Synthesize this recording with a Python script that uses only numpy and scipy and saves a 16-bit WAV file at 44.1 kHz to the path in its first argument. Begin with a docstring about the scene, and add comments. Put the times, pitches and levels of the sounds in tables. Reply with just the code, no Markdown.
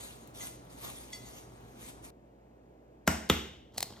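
"""Two close scenes in a small, hard-walled, quiet room with a low hum. First a hand arranges salad leaves
on a china plate: they rustle in tiny slips, stalks snap, and the plate clinks twice. At 2.1 s the second
scene cuts in. An egg is knocked twice on the table top, each knock a crunch of shell, a tock of the egg
and a thump of the table. Then fingers pull the shell apart in a few crackles and the wet membrane pops."""
import sys
import numpy as np
from scipy import signal
from scipy.fft import rfft, irfft
from scipy.io import wavfile
from scipy.ndimage import uniform_filter1d

SR = 44100
rng = np.random.default_rng(int(sys.argv[2]) if len(sys.argv) > 2 else 0)


def generate_wav(signal):
    """Clip the signal to [-1, 1] and save it as 16-bit WAV at the path in sys.argv[1]."""
    frames = np.transpose(np.atleast_2d(signal))
    scaled = np.clip(frames, -1, 1) * 32767
    pcm = np.round(scaled).astype(np.int16)
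    wavfile.write(sys.argv[1], SR, pcm)


N = 176400
CUT_S = 2.105  # the leaf scene ends abruptly here
SHELL_LOW_CUT_HZ = 255

# stereo width of the room: f/Hz, side against mid/dB
ROOM_WIDTH = [(70, -11.5), (200, -20), (400, -7.5), (700, 0.5), (1300, 0.5), (2400, -7), (4400, 0),
              (14000, -10.5)]
# egg meeting the table: t/s, thump level/dB, thump tilt/(dB/octave), crunch level/dB, crunch decay/s
KNOCKS = [(3.0767, -19, 0.5, -6, 0.0021), (3.2990, -17.5, 0.5, -7, 0.0021)]


def undb(db):
    """Decibels to gain."""
    return 10 ** (np.asarray(db) / 20)


def unit(x):
    """Scale to rms 1."""
    return x / np.sqrt(np.mean(x ** 2))


def over_hz(points, size=N):
    """Read a curve of (f/Hz, value) points at the bins of a transform of this size."""
    hz, value = np.array(sorted(points)).T
    return np.interp(np.log(np.arange(size // 2 + 1) * SR / size + 1), np.log(hz), value)


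def band(spectrum, hz, centres):
    """The sound in the band around hz, crossfading into the neighbouring centres."""
    return irfft(spectrum * over_hz([(f, float(f == hz)) for f in centres]), N)


def colour(x, points):
    """Minimum-phase EQ of unit power with the given (f/Hz, level/dB) shape."""
    size = 2 * N
    cepstrum = irfft(np.log(unit(undb(over_hz(points, size)))))
    cepstrum[1:N] *= 2
    cepstrum[N + 1:] = 0
    return irfft(rfft(x, size) * np.exp(rfft(cepstrum)))[..., :N]


def high_pass(x, hz, order):
    """Roll off the lows below hz."""
    return signal.sosfilt(signal.butter(order, hz, "high", fs=SR, output="sos"), x)


def wander(per_s):
    """A slow modulator: random values joined by straight lines."""
    hold = max(int(SR / per_s), 1)
    return uniform_filter1d(rng.standard_normal(N)[np.arange(N) // hold], hold)


def grains(per_s, scatter_db):
    """Random tiny clicks, mostly small and a few large; rms 1."""
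    clicks = (rng.random(N) < per_s / SR) * rng.choice([-1, 1], N)
    return unit(clicks * undb(scatter_db * np.minimum(rng.exponential(size=N), 6)))


def fractures(t, at, rise_s, decay_s):
    """A run of tiny breaks that swells and dies within milliseconds, spread evenly over frequency."""
    envelope = np.exp(-np.maximum((at - t) / rise_s, (t - at) / decay_s).clip(0, 60))
    spectrum = rfft(envelope * grains(per_s=22000, scatter_db=2))
    power = uniform_filter1d(np.abs(spectrum) ** 2, int(120 * N / SR))  # smoothed over 120 Hz
    burst = irfft(spectrum / np.sqrt(np.abs(power) + 1e-18), N) * envelope ** .1
    return .5 * burst * np.sqrt(np.sum(envelope ** 2) / (np.sum(burst ** 2) + 1e-18))


def ring(t, at, modes, tilt_db=0, pivot_hz=1000):
    """Decaying modes struck at one moment; a softer touch tilts them down, in dB per octave."""
    age = np.maximum(t - at, 0)
    return sum(undb(db + tilt_db * np.log2(hz / pivot_hz)) * np.sin(2 * np.pi * hz * age)
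               * np.exp(-np.log(1000) * age / t60) for hz, db, t60 in modes)


def attack(t, at, contact_s):
    """A ring builds up for as long as the contact pushes."""
    return np.clip((t - at) / contact_s, 0, 1)


def room_response(t):
    """Reverb of the hard walls, as mid and side; each band dies at its own rate."""
    # decay of the room: f/Hz, t60/s
    decays = [(100, 1), (400, 0.58), (1200, 0.45), (3000, 0.63), (7000, 0.5), (14000, 0.35)]
    predelay_s, build_s = .0023, .0015
    centres = [hz for hz, _ in decays]
    noise = rfft(rng.standard_normal((2, N)))
    noise[1] *= undb(over_hz(ROOM_WIDTH))
    tail = sum(band(noise, hz, centres) * np.exp(-np.log(1000) * t / t60) for hz, t60 in decays)
    tail *= np.clip((t - predelay_s) / build_s, 0, 1)
    return tail / np.sqrt(np.sum(tail[0] ** 2))


def in_room(x, room, wet_db):
    """A centred sound and its reverb, as mid and side."""
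    return np.array([x, 0 * x]) + undb(wet_db) * signal.fftconvolve(x[None], room, axes=1)[:, :N]


def room_tone(t, shape, noise_db, hum):
    """A bed of low steady noise and hum that reaches the left first, as mid and side."""
    lead_s, side_db = .00033, 1
    mid, side = colour(rng.standard_normal((2, N)), shape) * undb(noise_db)
    mid = mid + sum(np.sqrt(2) * undb(db) * np.sin(2 * np.pi * (hz * t + rng.random())) for hz, db in hum)
    left_lead = (np.interp(t + lead_s / 2, t, mid) - np.interp(t - lead_s / 2, t, mid)) / 2
    diffuse = irfft(rfft(side) * undb(side_db + over_hz(ROOM_WIDTH)), N)
    return np.array([mid, left_lead + diffuse])


def shifting_rub(x):
    """Each quarter octave swells and fades alone, as different leaves take up the rubbing."""
    depth_db = 3.2
    centres, spectrum = 1000 * 2 ** (np.arange(16) / 4), rfft(x)
    return sum(band(spectrum, hz, centres) * undb(depth_db * wander(per_s=35)) for hz in centres)


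def stalk_snaps(t):
    """Single stalks break, each with a short bright tick."""
    # snaps: t/s, level/dB
    snaps = [(0.275, -39.5), (0.343, -47), (.652, -50), (1.131, -46), (1.611, -51), (1.854, -56),
             (2.026, -55)]
    # tone of a snap: f/Hz, relative level/dB
    snap_eq = [(1000, -26), (5000, -9), (9000, 0), (13000, 0), (16000, -9)]
    return colour(sum(undb(db) * fractures(t, at, rise_s=.0002, decay_s=.0008) for at, db in snaps), snap_eq)


def leaves(t, room):
    """Leaves slide over each other in dense slips and crisper crinkles, and stalks snap; mid and side."""
    # the hand working in the leaves: t/s, relative level/dB
    gesture = [(0.0, -53.5), (0.03, -49.5), (0.2, -66.5), (0.21, -62), (0.26, -67), (0.28, -68),
               (0.28, -69), (0.33, -77), (0.35, -56.5), (0.44, -45), (0.6, -73.5), (0.69, -69), (0.7, -60),
               (0.76, -59.5), (0.83, -52.5), (0.85, -45), (0.94, -56), (1.04, -56.5), (1.07, -62.5),
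               (1.12, -58.5), (1.13, -51), (1.21, -63.5), (1.29, -54), (1.3, -59.5), (1.37, -55),
               (1.47, -69.5), (1.74, -68.5), (1.82, -55), (1.89, -52.5), (1.93, -69), (2.01, -76),
               (2.05, -51), (2.09, -62)]
    # tone of the rustle: f/Hz, relative level/dB
    leaf_eq = [(400, -4), (750, -4.5), (1100, -7), (1500, -13.5), (2100, -8.5), (2900, -12), (3700, -7.5),
               (5400, -10), (6600, -3), (7500, -8.5), (9000, 1.5), (10500, -3), (12500, -6.5), (13800, -16),
               (14700, -26), (16000, -39)]
    # stereo width of the rustle: f/Hz, side against mid/dB
    width = [(1000, 3), (2100, 5), (3200, 6), (7000, -12), (11000, -59), (14000, -41)]
    gain_db, flutter_db, crinkle_db = 2, .7, -12
    effort = undb(gain_db + np.interp(t, *np.array(gesture).T) + flutter_db * wander(per_s=48))
    slips = np.array([grains(per_s=14000, scatter_db=3) + undb(crinkle_db) * grains(per_s=160, scatter_db=3)
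                      for _ in range(2)])
    mid, side = colour(effort * shifting_rub(slips), leaf_eq)
    rustle = in_room(mid + stalk_snaps(t), room, wet_db=-6.5)
    rustle[1] += irfft(rfft(side) * undb(over_hz(width)), N)
    return rustle


def plate_clinks(t):
    """The china rings when touched: dull the first time, bright the second."""
    # modes of the plate: f/Hz, relative level/dB, t60/s
    modes = [(2040, 0, .25), (2085, -8, .09), (3375, 2, .12), (3440, -8, .07), (4533, -3, .28),
             (5190, -4, .05), (5556, -9, .36), (6342, -12, .2), (6616, 1, .08)]
    # touches on the plate: t/s, level/dB, tilt/(dB/octave)
    touches = [(.408, -48, -9), (1.131, -44.5, 1.5), (1.146, -74, 3)]
    return sum(undb(db) * ring(t, at, modes, tilt, pivot_hz=modes[0][0]) * attack(t, at, contact_s=.0007)
               for at, db, tilt in touches)


def table_thumps(t):
    """The table top takes each blow and rings low."""
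    # modes of the table top: f/Hz, relative level/dB, t60/s
    modes = [(69.3, -18, 0.62), (84.5, -8.5, 0.22), (162.4, -10.5, 0.17), (192, 3, 0.05),
             (218.7, -22, 0.47), (247.5, -15.5, 0.3), (310, -16.5, 0.21), (415, -20, 0.15), (678, -29, 0.3),
             (1460, -25, 0.2)]
    late = t - .0019  # the shell caves in before the egg's weight meets the table
    return sum(undb(db) * ring(late, at, modes, tilt, pivot_hz=200) * attack(late, at, contact_s=.0025)
               for at, db, tilt, _, _ in KNOCKS)


def egg_tocks(t):
    """The egg rings briefly at each knock: whole it tocks hollowly, dented it thuds and rattles."""
    # modes of the whole egg, then of the dented egg: f/Hz, level/dB, t60/s
    egg_modes = [
        [(660, -28.5, 0.081), (1015, -27.5, 0.027), (1360, -18.5, 0.042), (1773, -20.5, .019), (2020, -39, .08),
         (2885, -41, 0.29)],
        [(375, -26.5, 0.037), (420, -25.5, 0.041), (498, -25.5, 0.059), (1292, -25.5, 0.05), (1985, -25, 0.048),
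         (2240, -20, 0.016), (3170, -32, 0.063), (3360, -24.5, 0.052), (3625, -17, 0.0275)],
    ]
    return sum(ring(t, at, modes) * attack(t, at, contact_s=.0006)
               for (at, *_), modes in zip(KNOCKS, egg_modes))


def shell_crunches(t):
    """The shell caves in where it meets the table."""
    # tone of the whole shell, then of the dented shell: f/Hz, relative level/dB
    crunch_eqs = [
        [(200, -5.5), (500, -7), (680, -4), (1100, -6), (1900, -5.5), (2400, -12), (2850, -16), (3600, -18),
         (4350, -22.5), (5300, -14), (7000, -15), (8700, -11.5), (10000, -32), (11600, -15), (13000, -20),
         (15000, -38), (16500, -40)],
        [(200, -4), (460, -1.5), (620, -17.5), (850, -4.5), (1300, -6.5), (1650, -6.5), (2200, -5),
         (2650, -7.5), (3300, -3), (3600, -8.5), (3950, -17.5), (4700, -17), (6400, -13.5), (8500, -15.5),
         (10000, -28.5), (12800, -13.5), (15000, -29), (16500, -46)],
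    ]
    crunch = sum(colour(undb(db) * fractures(t, at, rise_s=.00042, decay_s=decay), eq)
                 for (at, _, _, db, decay), eq in zip(KNOCKS, crunch_eqs))
    return high_pass(crunch, SHELL_LOW_CUT_HZ, order=3)


def finger_squeeze(t):
    """Fingers work into the wet shell with a soft, grainy squelch."""
    # pressure of the fingers: t/s, level/dB
    gesture = [(3.72, -66), (3.78, -49.5), (3.86, -55.5), (3.95, -54.5), (4.0, -52)]
    # tone of the squelch: f/Hz, relative level/dB
    squelch_eq = [(59, 5.5), (100, 9.5), (962, -3), (2580, -24), (3110, -10.5), (8520, -21), (9660, -68),
                  (12400, -18), (15000, -43)]
    pressure = undb(np.interp(t, *np.array(gesture).T)) * (t > gesture[0][0])
    return colour(grains(per_s=1500, scatter_db=3.2) * pressure, squelch_eq)


def membrane_pops(t):
    """The wet membrane pops in tiny pitched blips."""
    # pops: t/s, level/dB, f/Hz
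    pops = [(3.936, -47.5, 3200), (3.94, -53, 1550), (3.963, -49, 3500), (3.968, -50.5, 1930),
            (3.977, -51, 1370)]
    t60_s = .014
    return sum(ring(t, at, [(hz, db, t60_s)]) for at, db, hz in pops)


def shell_cracks(t):
    """The shell gives way under the fingers in short crackles that set the broken pieces ringing."""
    # one crack at each knock, then a run as the shell opens: t/s, level/dB, rise/s, decay/s
    cracks = [(3.07, -37, 0.0016, 0.0033), (3.292, -31, 0.00073, 0.00067), (3.743, -57, 0.0026, 0.018),
              (3.78, -27.5, 0.0022, 0.003), (3.7814, -18.5, 0.00041, 0.0012), (3.787, -31, 0.00063, 0.0023),
              (3.8053, -21, 0.000058, 0.0017), (3.82, -37, 0.00039, 0.0022),
              (3.8277, -15.5, 0.00033, 0.0018)]
    # tone of the splitting shell: f/Hz, relative level/dB
    shell_eq = [(200, -2), (500, -8.5), (800, 1.5), (1350, -14.5), (1900, -6), (3000, -8.5), (4300, -6.5),
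                (5700, -13.5), (7000, -4), (9000, -1.5), (10500, 1), (12500, -9), (15200, -11.5),
                (16500, -34)]
    # resonances of the broken shell: f/Hz, width/Hz, gain/dB
    peaks = [(690, 80, -6), (2040, 120, -3), (4300, 470, 6), (5080, 310, 10), (6000, 250, 1)]
    bursts = sum(undb(db) * fractures(t, at, rise, decay) for at, db, rise, decay in cracks)
    crackle = colour(bursts, shell_eq)
    ringing = sum(undb(db) * signal.lfilter(*signal.iirpeak(hz, hz / width, fs=SR), crackle)
                  for hz, width, db in peaks)
    return high_pass(crackle + ringing, SHELL_LOW_CUT_HZ, order=3)


def scene():
    """The leaf scene cuts to the egg scene, each over its own room tone; left and right."""
    # room tone under the leaves: f/Hz, relative level/dB
    leaf_bed = [(30, -47), (45, 10), (87, -5.5), (120, 6), (150, -2), (250, 2), (500, -4.5), (720, -7.5),
                (1000, -13), (1500, -19.5), (3000, -27.5), (8000, -37.5), (16000, -49)]
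    # room tone under the egg: f/Hz, relative level/dB
    egg_bed = [(30, -23), (45, -10), (70, -6), (90, -12), (130, -8), (250, -3), (400, -6), (600, -9),
               (850, -17), (1200, -28), (2700, -34), (4200, -43), (8000, -44), (13000, -44), (16000, -58)]
    # hum: f/Hz, level under the leaves/dB, level under the egg/dB
    hum_lines = [(56.3, -58, -61.5), (121.2, -61.5, -71)]
    t, hum = np.arange(N) / SR, np.array(hum_lines)
    room = room_response(t)
    salad = (leaves(t, room)
             + in_room(plate_clinks(t), room, wet_db=-12)
             + room_tone(t, leaf_bed, noise_db=-54, hum=hum[:, [0, 1]]))
    egg = (in_room(table_thumps(t), room, wet_db=-16)
           + in_room(shell_crunches(t), room, wet_db=-5)
           + in_room(egg_tocks(t), room, wet_db=-15)
           + in_room(shell_cracks(t) + finger_squeeze(t) + membrane_pops(t), room, wet_db=-14)
           + room_tone(t, egg_bed, noise_db=-60, hum=hum[:, [0, 2]]))
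    mid, side = np.where(t < CUT_S, salad, egg)
    return np.array([mid + side, mid - side])


def record(dry):
    """A close phone: its two microphone ports fall out of phase up high; it cuts the rumble and the top."""
    # phase between the ports: f/Hz, phase/rad
    port_phase = [(100, 0), (400, -.15), (600, -.5), (1000, -.1), (2500, .4), (4000, .7), (5500, .9),
                  (7500, 1.6), (9000, 2.5), (10200, 3.14), (11200, 3.9), (12500, 4.9), (14000, 6.1)]
    # left-right balance of the sound, low mids leaning right: f/Hz, left minus right/dB
    stereo_balance = [(100, 1), (200, -1), (380, -4), (700, 1.5), (2400, 1), (15000, 0.5)]
    low_cut_hz, top_hz = 61.2, 16700
    half_phase, half_db = over_hz(port_phase) / 2, over_hz(stereo_balance) / 2
    mid, side = rfft(dry[0] + dry[1]) / 2, rfft(dry[0] - dry[1]) / 2
    mid, side = mid * np.cos(half_phase), side + 1j * mid * np.sin(half_phase)
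    stereo = irfft(np.array([mid + side, mid - side]) * undb([half_db, -half_db]), N)
    top_cut = signal.ellip(8, .2, 70, top_hz, fs=SR, output="sos")
    return signal.sosfilt(top_cut, high_pass(stereo, low_cut_hz, order=4))


dry = scene()
out = record(dry)
generate_wav(out)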